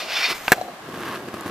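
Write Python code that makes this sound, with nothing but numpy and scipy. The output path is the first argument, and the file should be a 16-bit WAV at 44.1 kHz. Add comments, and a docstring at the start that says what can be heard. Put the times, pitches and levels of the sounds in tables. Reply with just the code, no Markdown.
"""A skateboard grinds along a steel bench while the street still echoes from its jump onto it.
Stick-slip friction rasps, judders and draws squeals from the bench's modes; the board drags off the
end and its free wheels whirr. At 0.48 s the first wheels touch, at 0.52 s the board slaps down and
overloads a pair of microphones near the ground. House fronts reflect the clack. The wheels then roll
away over coarse asphalt, snapping loose grit and meeting two bumps."""
import sys
import numpy as np
from scipy import signal
from scipy.fft import rfft, irfft
from scipy.io import wavfile
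from scipy.ndimage import uniform_filter1d

SR = 44100
rng = np.random.default_rng(int(sys.argv[2]) if len(sys.argv) > 2 else 0)


def put_to_file(sound):
    """Save the sound as 16-bit audio at rate SR, in the file named by the first command-line argument."""
    columns = np.atleast_2d(sound).T  # one column per channel
    safe = np.clip(columns, -1, 1)
    whole_steps = np.round(safe * 32767)
    wavfile.write(sys.argv[1], SR, whole_steps.astype(np.int16))


N = 66150

# pressure of the slide (t/s, level/dB)
SLIDE_PRESSURE = [(0, -26.5), (.025, -30.5), (.05, -36), (.078, -34.5), (.1, -28), (.13, -24.5), (.15, -26),
                  (.168, -21.5), (.195, -23.5), (.22, -22), (.255, -23), (.282, -26), (.31, -22.5),
                  (.33, -28), (.35, -70), (.4, -69)]
# spectrum of the sliding board's rasp (f/Hz, level/dB)
RASP_SPECTRUM = [(100, -30.5), (300, -23), (600, -5), (1300, 0), (1800, -1.5), (2400, 3.5), (3200, -0.5),
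                 (4500, -2), (5600, -4.5), (7000, -16), (10000, -23), (14000, -18.5)]
# modes of the steel bench (f/Hz, level/dB)
BENCH_MODES = [(778, -18), (1413, -11), (2035, -1), (2122, -8), (2313, -8), (2400, -6), (2782, -8),
               (3492, -3), (3663, -2), (3955, -2), (4364, -2), (4508, 0), (5165, -4), (5540, -2)]
# bouts of juddering (centre t/s, duration/s, level/dB) and their spectrum (f/Hz, level/dB)
JUDDER_BOUTS = [(0.047, 0.12, -43), (0.196, 0.03, -37.5), (0.308, 0.093, -27.5)]
JUDDER_SPECTRUM = [(40, -40), (130, -8), (330, 5.5), (700, -5.5), (1200, 6.5), (2000, -15), (5000, -15.5)]
# spectra of the open air and of the street's echo (f/Hz, level/dB)
AIR_SPECTRUM = [(18, -44), (30, -35), (148, -12.5), (534, -8.5), (674, -3.5), (917, -9), (1740, -13),
                (2310, -18.5), (4180, -24), (14000, -37)]
ECHO_SPECTRUM = [(100, -25), (250, -14.5), (480, -7), (620, 2), (820, -2), (950, -14.5), (1250, -13),
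                 (1700, -36.5), (4000, -15), (12000, -33)]
# reflections from house fronts (delay/s, specular level/dB, scattered level/dB, scatter T60/s)
REFLECTIONS = [(.0615, -21, -21, .04), (.0935, -13, -20, .035), (.128, -32, -27, .08), (.16, -38, -24, .14)]
# friction locked to a mode (peak t/s, rise/s, f/Hz, level/dB, T60/s)
SQUEAL_TONES = [(.168, .03, 3492, -26, .12), (.174, .025, 2395, -29, .1), (.225, .03, 2313, -28, .12),
                (.25, .04, 2400, -23, .11), (.245, .025, 2122, -29, .12), (.248, .03, 2035, -29, .38),
                (.262, .02, 3663, -24, .14), (.243, .025, 4364, -28, .12), (.256, .025, 4508, -26, .12),
                (.243, .04, 5540, -30, .12)]
# whirr of the free wheels: envelope (t/s, level/dB) and spectrum (f/Hz, level/dB)
WHIRR_LEVEL = [(.28, -68), (.35, -33), (.41, -39.5), (.5, -31.5), (.54, -39), (.63, -43.5), (.75, -62)]
WHIRR_SPECTRUM = [(100, 0), (350, -2), (1200, 5.5), (2500, 3), (4500, -4.5), (7500, -5), (10000, -11),
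                  (14000, -4)]
# blows of the landing (t/s, truck level/dB, deck level/dB, thud level/dB, crack level/dB)
LANDING_BLOWS = [(0.4793, -13, -26, -24, -47), (0.4804, -2.5, -30, -19, -24.5),
                 (0.4826, -39, -31, -17, -38), (0.4868, -25, -23, -44, -39), (0.5191, -4, 5, 5.5, -3),
                 (0.5203, -4.5, 4.5, -17, -11), (0.5273, -7.5, 0, -9.5, -16), (0.5324, -11, -13, -16, -28)]
# modes of truck and deck (f/Hz, level/dB, T60/s)
TRUCK_MODES = [(462, -17, .026), (829, 0, .014), (1039, -10, .027), (1238, -10, .024), (1532, -3, .031),
               (2285, 1, .011), (2683, -2, .014), (3169, -3, .009), (4488, -11, .013)]
DECK_MODES = [(251, -23, .046), (362, -6, .018), (496, -16, .048), (640, -15, .045), (729, -14, .03),
              (1166, -15, .035), (1278, 0, .01), (1675, 1.5, .023), (1990, -4, .016), (2797, -12, .022),
              (4107, -12, .016)]
# spectra of the landing's thud and crack (f/Hz, level/dB)
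THUD_SPECTRUM = [(25, -21), (90, -15.5), (200, 6), (400, 5), (750, 8.5), (1100, -2.5), (2500, -14.5),
                 (8000, -43)]
CRACK_SPECTRUM = [(200, -47), (1000, 7.5), (2000, 7), (4200, -4.5), (6000, -4), (7500, -2.5), (9500, -12),
                  (13500, 0), (16000, -14)]
# wheels on asphalt (t/s, rumble level/dB, grit level/dB)
ROLL_LEVELS = [(.53, -46, -67), (.62, -43, -55), (.7, -44.5, -46.5), (.8, -48.5, -46), (.87, -39, -43),
               (.93, -37, -37.5), (1.01, -32.5, -35.5), (1.08, -35, -31.5), (1.155, -34.5, -32),
               (1.2, -37, -42), (1.25, -41, -45.5), (1.29, -33.5, -40.5), (1.315, -46, -44),
               (1.38, -36, -38.5), (1.43, -40.5, -39), (1.5, -33, -34.5)]
# low, middle and high bands of the rolling noise (f/Hz, level/dB)
RUMBLE_SPECTRUM = [(25, -48), (60, -17), (100, -7), (145, -2), (225, -1), (275, -0.5), (340, 2.5),
                   (430, -1), (530, -6), (700, -12.5), (1000, -12.5), (2500, -33)]
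GRIT_SPECTRUM = [(300, -39), (700, -4.5), (950, -4), (1090, 5.5), (1460, -4.5), (1610, 2), (1800, -4.5),
                 (2400, -11), (2650, -7), (3000, -10), (4500, -16.5), (8500, -29.5), (14000, -24.5)]
TICK_SPECTRUM = [(1500, -18), (4000, -4), (7000, 0), (10000, 0), (14000, 0)]
# loose grit snapping under a wheel (t/s, crunch level/dB, tick level/dB)
GRIT_SNAPS = [(1.063, -33, -42), (1.085, -33, -39), (1.158, -25, -44), (1.286, -28.5, -44),
              (1.409, -33, -31.5), (1.478, -28, -35)]
# bumps in the road (t/s, level/dB)
ROAD_BUMPS = [(1.340, -23), (1.459, -28)]
# stereo difference near the bench, for the wheels and for the diffuse field (f/Hz, side level/dB)
NEAR_SIDE = [(100, -26), (350, -28), (650, -14), (1100, -22), (2400, -12), (5000, -26), (9000, -17),
             (14000, -9)]
WHEEL_SIDE = [(200, -26), (700, -36), (1300, -21), (2400, -10.5), (5000, -8), (10000, -6.5)]
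DIFFUSE_SIDE = [(100, -16), (350, -12), (700, -10.5), (1300, -2.5), (2400, 1.5)]
# excess of the crack's treble at the right microphone over the left (f/Hz, level/dB)
RIGHT_EXCESS = [(5000, 0), (8000, 1), (13000, 3.5)]


def undb(db):
    """Amplitude ratio of a level in decibels."""
    return 10 ** (np.asarray(db) / 20)


def unit(x):
    """Normalisation to rms 1."""
    return x / np.sqrt(np.mean(x ** 2))


def clock():
    """Sample times in seconds."""
    return np.arange(N) / SR


def curve(rows, column=1):
    """Amplitude envelope by linear interpolation of levels in time."""
    rows = np.array(rows)
    return undb(np.interp(clock(), rows[:, 0], rows[:, column]))


def through(x, response):
    """A linear system convolves its input with its impulse response."""
    return signal.fftconvolve(x, response)[:N]


def colour(spectrum, size=4096):
    """Minimum-phase impulse response of a spectrum, by folding the cepstrum."""
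    hz, db = np.array(spectrum).T
    freqs = np.maximum(np.arange(size // 2 + 1) * SR / size, 1)
    magnitude = undb(np.interp(np.log(freqs), np.log(hz), db))
    cepstrum = irfft(np.log(magnitude))
    cepstrum[1:size // 2] *= 2
    cepstrum[size // 2 + 1:] = 0
    return irfft(np.exp(rfft(cepstrum)))


def noise(spectrum):
    """Filtered Gaussian noise of rms 1."""
    return unit(through(rng.standard_normal(N), colour(spectrum)))


def grains(per_s, spread_db):
    """Shot noise: random tiny impacts, a few much larger than the rest."""
    size = undb(spread_db * np.minimum(rng.exponential(size=N), 4))
    return unit((rng.random(N) < per_s / SR) * size * rng.choice([-1, 1], N))


def patter(spectrum, per_s, spread_db):
    """Filtered shot noise of rms 1."""
    return unit(through(grains(per_s, spread_db), colour(spectrum)))


def waver():
    """Random drift of rms 1: a moving average of white noise."""
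    return unit(uniform_filter1d(rng.standard_normal(N), size=200))


def fade(start, t60):
    """Exponential decay from a sudden onset, 60 dB in t60 seconds."""
    age = clock() - start
    return (age >= 0) * np.exp(-np.log(1000) * np.maximum(age, 0) / t60)


def swell(peak, rise):
    """Raised-cosine envelope with equal rise and fall."""
    return np.cos(np.pi * np.clip((clock() - peak) / rise / 2, -.5, .5)) ** 2


def ring(modes):
    """Free vibration: a superposition of damped modes of alternating sign."""
    return sum((-1) ** k * undb(db) * fade(0, t60) * np.sin(2 * np.pi * hz * clock())
               for k, (hz, db, t60) in enumerate(modes))


def late(x, delay):
    """Pure delay in seconds."""
    return np.concatenate([np.zeros(int(max(delay, 0) * SR)), x, np.zeros(N)])[:N]


def grind(bench_t60=.27, damping_hz=2680):
    """Stick-slip friction rasps on the board and drives the bench, whose higher modes decay faster."""
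    slips = grains(per_s=5000, spread_db=1)
    pressure = curve(SLIDE_PRESSURE)
    rasp = pressure * unit(through(slips, colour(RASP_SPECTRUM)))
    steel = ring([(hz, db, bench_t60 * min(1, damping_hz / hz)) for hz, db in BENCH_MODES])
    ringing = through(slips * pressure, steel / np.linalg.norm(steel))
    return undb(-1) * rasp + undb(-8) * ringing


def judder():
    """Irregular vibration of the board on the bench gives swells of low and middle noise."""
    envelope = sum(undb(db) * swell(at, duration / 2) for at, duration, db in JUDDER_BOUTS)
    return envelope * noise(JUDDER_SPECTRUM)


def background():
    """Steady ambient noise lies under the decaying reverberation of the jump onto the bench."""
    return undb(-42.5) * noise(AIR_SPECTRUM) + undb(-35) * fade(0, t60=1) * noise(ECHO_SPECTRUM)


def street_echo(x):
    """House fronts return dull specular and scattered reflections over a faint reverberant tail."""
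    tail = rng.standard_normal(N) * fade(0.007, t60=1)
    response = undb(-18.5) * tail / np.linalg.norm(tail)
    for delay, specular_db, scatter_db, t60 in REFLECTIONS:
        scatter = rng.standard_normal(N) * fade(delay, t60)
        response += undb(scatter_db) * scatter / np.linalg.norm(scatter)
        response += undb(specular_db) * late(np.ones(1), delay)
    return through(through(x, response), colour(ECHO_SPECTRUM))


def squeals(drift_hz=38, roughness=.45):
    """Self-excited oscillation: friction locks to bench modes, and each swells, then rings out."""
    tones = 0
    for at, rise, hz, db, t60 in SQUEAL_TONES:
        tone = np.sin(2 * np.pi * np.cumsum(hz + drift_hz * waver()) / SR)
        envelope = np.where(clock() < at, swell(at, rise), fade(at, t60))
        tones += undb(db) * envelope * (1 + roughness * waver()) * tone
    return undb(2) * tones


def bearings():
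    """Dense tiny impacts in the bearings of the unloaded wheels merge into a whirr."""
    return curve(WHIRR_LEVEL) * patter(WHIRR_SPECTRUM, per_s=19000, spread_db=5.5)


def knocks():
    """Impulsive excitation: each landing blow rings truck and deck and thuds on the road."""
    truck, deck = ring(TRUCK_MODES) / 2, ring(DECK_MODES) / 2
    thud = colour(THUD_SPECTRUM)
    thud = np.pad(thud / np.abs(thud).max(), (0, N - len(thud)))
    return sum(late(undb(truck_db) * truck + undb(deck_db) * deck + undb(thud_db) * thud, at)
               for at, truck_db, deck_db, thud_db, _ in LANDING_BLOWS)


def cracks(crack_t60=.014, rattle_t60=.042):
    """Hard contact radiates a broadband burst, and the hardware rattles briefly."""
    envelope = sum(undb(db) * (fade(at, crack_t60) + undb(-10.5) * fade(at, rattle_t60))
                   for at, *_, db in LANDING_BLOWS)
    return envelope * noise(CRACK_SPECTRUM)


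def rolling():
    """Roughness excitation: stones and bumps shake the board, and grit ticks under the wheels."""
    rumble = patter(RUMBLE_SPECTRUM, per_s=1800, spread_db=3)
    grit = patter(GRIT_SPECTRUM, per_s=1800, spread_db=3)
    ticks = undb(-17.5) * patter(TICK_SPECTRUM, per_s=2200, spread_db=12)
    on_road = clock() > ROLL_LEVELS[0][0]
    roll = rumble * curve(ROLL_LEVELS) + (grit + ticks) * curve(ROLL_LEVELS, column=2)
    jolts = sum(undb(db) * fade(at, t60=.033) for at, db in ROAD_BUMPS)
    bumps = (rumble + grit / 2) * uniform_filter1d(jolts, size=200)
    return on_road * roll + bumps


def snaps():
    """Loose grit gives way under a wheel's load in short noise transients."""
    crunch, tick = noise(GRIT_SPECTRUM), noise(TICK_SPECTRUM)
    return sum((undb(crunch_db) * crunch + undb(tick_db) * tick) * fade(at, t60=.014)
               for at, crunch_db, tick_db in GRIT_SNAPS)


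def wide(source, side_spectrum):
    """Partial coherence: two close microphones agree in the bass and differ more in the treble."""
    return source() + through(source(), colour(side_spectrum)) * np.array([[1], [-1]])


def diffuse(source):
    """Sound arriving from the sides differs in phase between the microphones."""
    side = signal.hilbert(through(source(), colour(DIFFUSE_SIDE))).imag
    return source() + side * np.array([[1], [-1]])


def treble_to_right(pair):
    """Level difference: the right microphone receives more of the top treble."""
    return np.array([through(x, colour([(hz, sign * db / 2) for hz, db in RIGHT_EXCESS]))
                     for x, sign in zip(pair, (-1, 1))])


def delay_left(pair, lag_s=16e-6):
    """Path difference: the board is a little to the right, so its sound reaches the left later."""
    phase_shift = np.exp(-2j * np.pi * np.fft.rfftfreq(N, 1 / SR) * lag_s)
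    return np.array([irfft(rfft(pair[0]) * phase_shift, N), pair[1]])


def scene():
    """Superposition of the direct sound of slide, landing and roll with the street's diffuse field."""
    slide = wide(lambda: grind() + squeals() + judder(), NEAR_SIDE)
    landing = knocks() + treble_to_right(wide(cracks, NEAR_SIDE))
    wheels = wide(lambda: rolling() + snaps(), WHEEL_SIDE) + wide(bearings, WHEEL_SIDE)
    board = slide + landing + wheels
    return delay_left(board) + diffuse(lambda: street_echo(board.mean(axis=0)) + background())


def record(dry, drive=.99, cutoff_hz=14250):
    """Saturation flattens the loudest peaks; a steep low-pass filter then limits the bandwidth."""
    lowpass = signal.ellip(10, .2, 80, cutoff_hz, fs=SR, output="sos")
    return signal.sosfilt(lowpass, np.tanh(drive * dry))


dry = scene()
out = record(dry)
put_to_file(out)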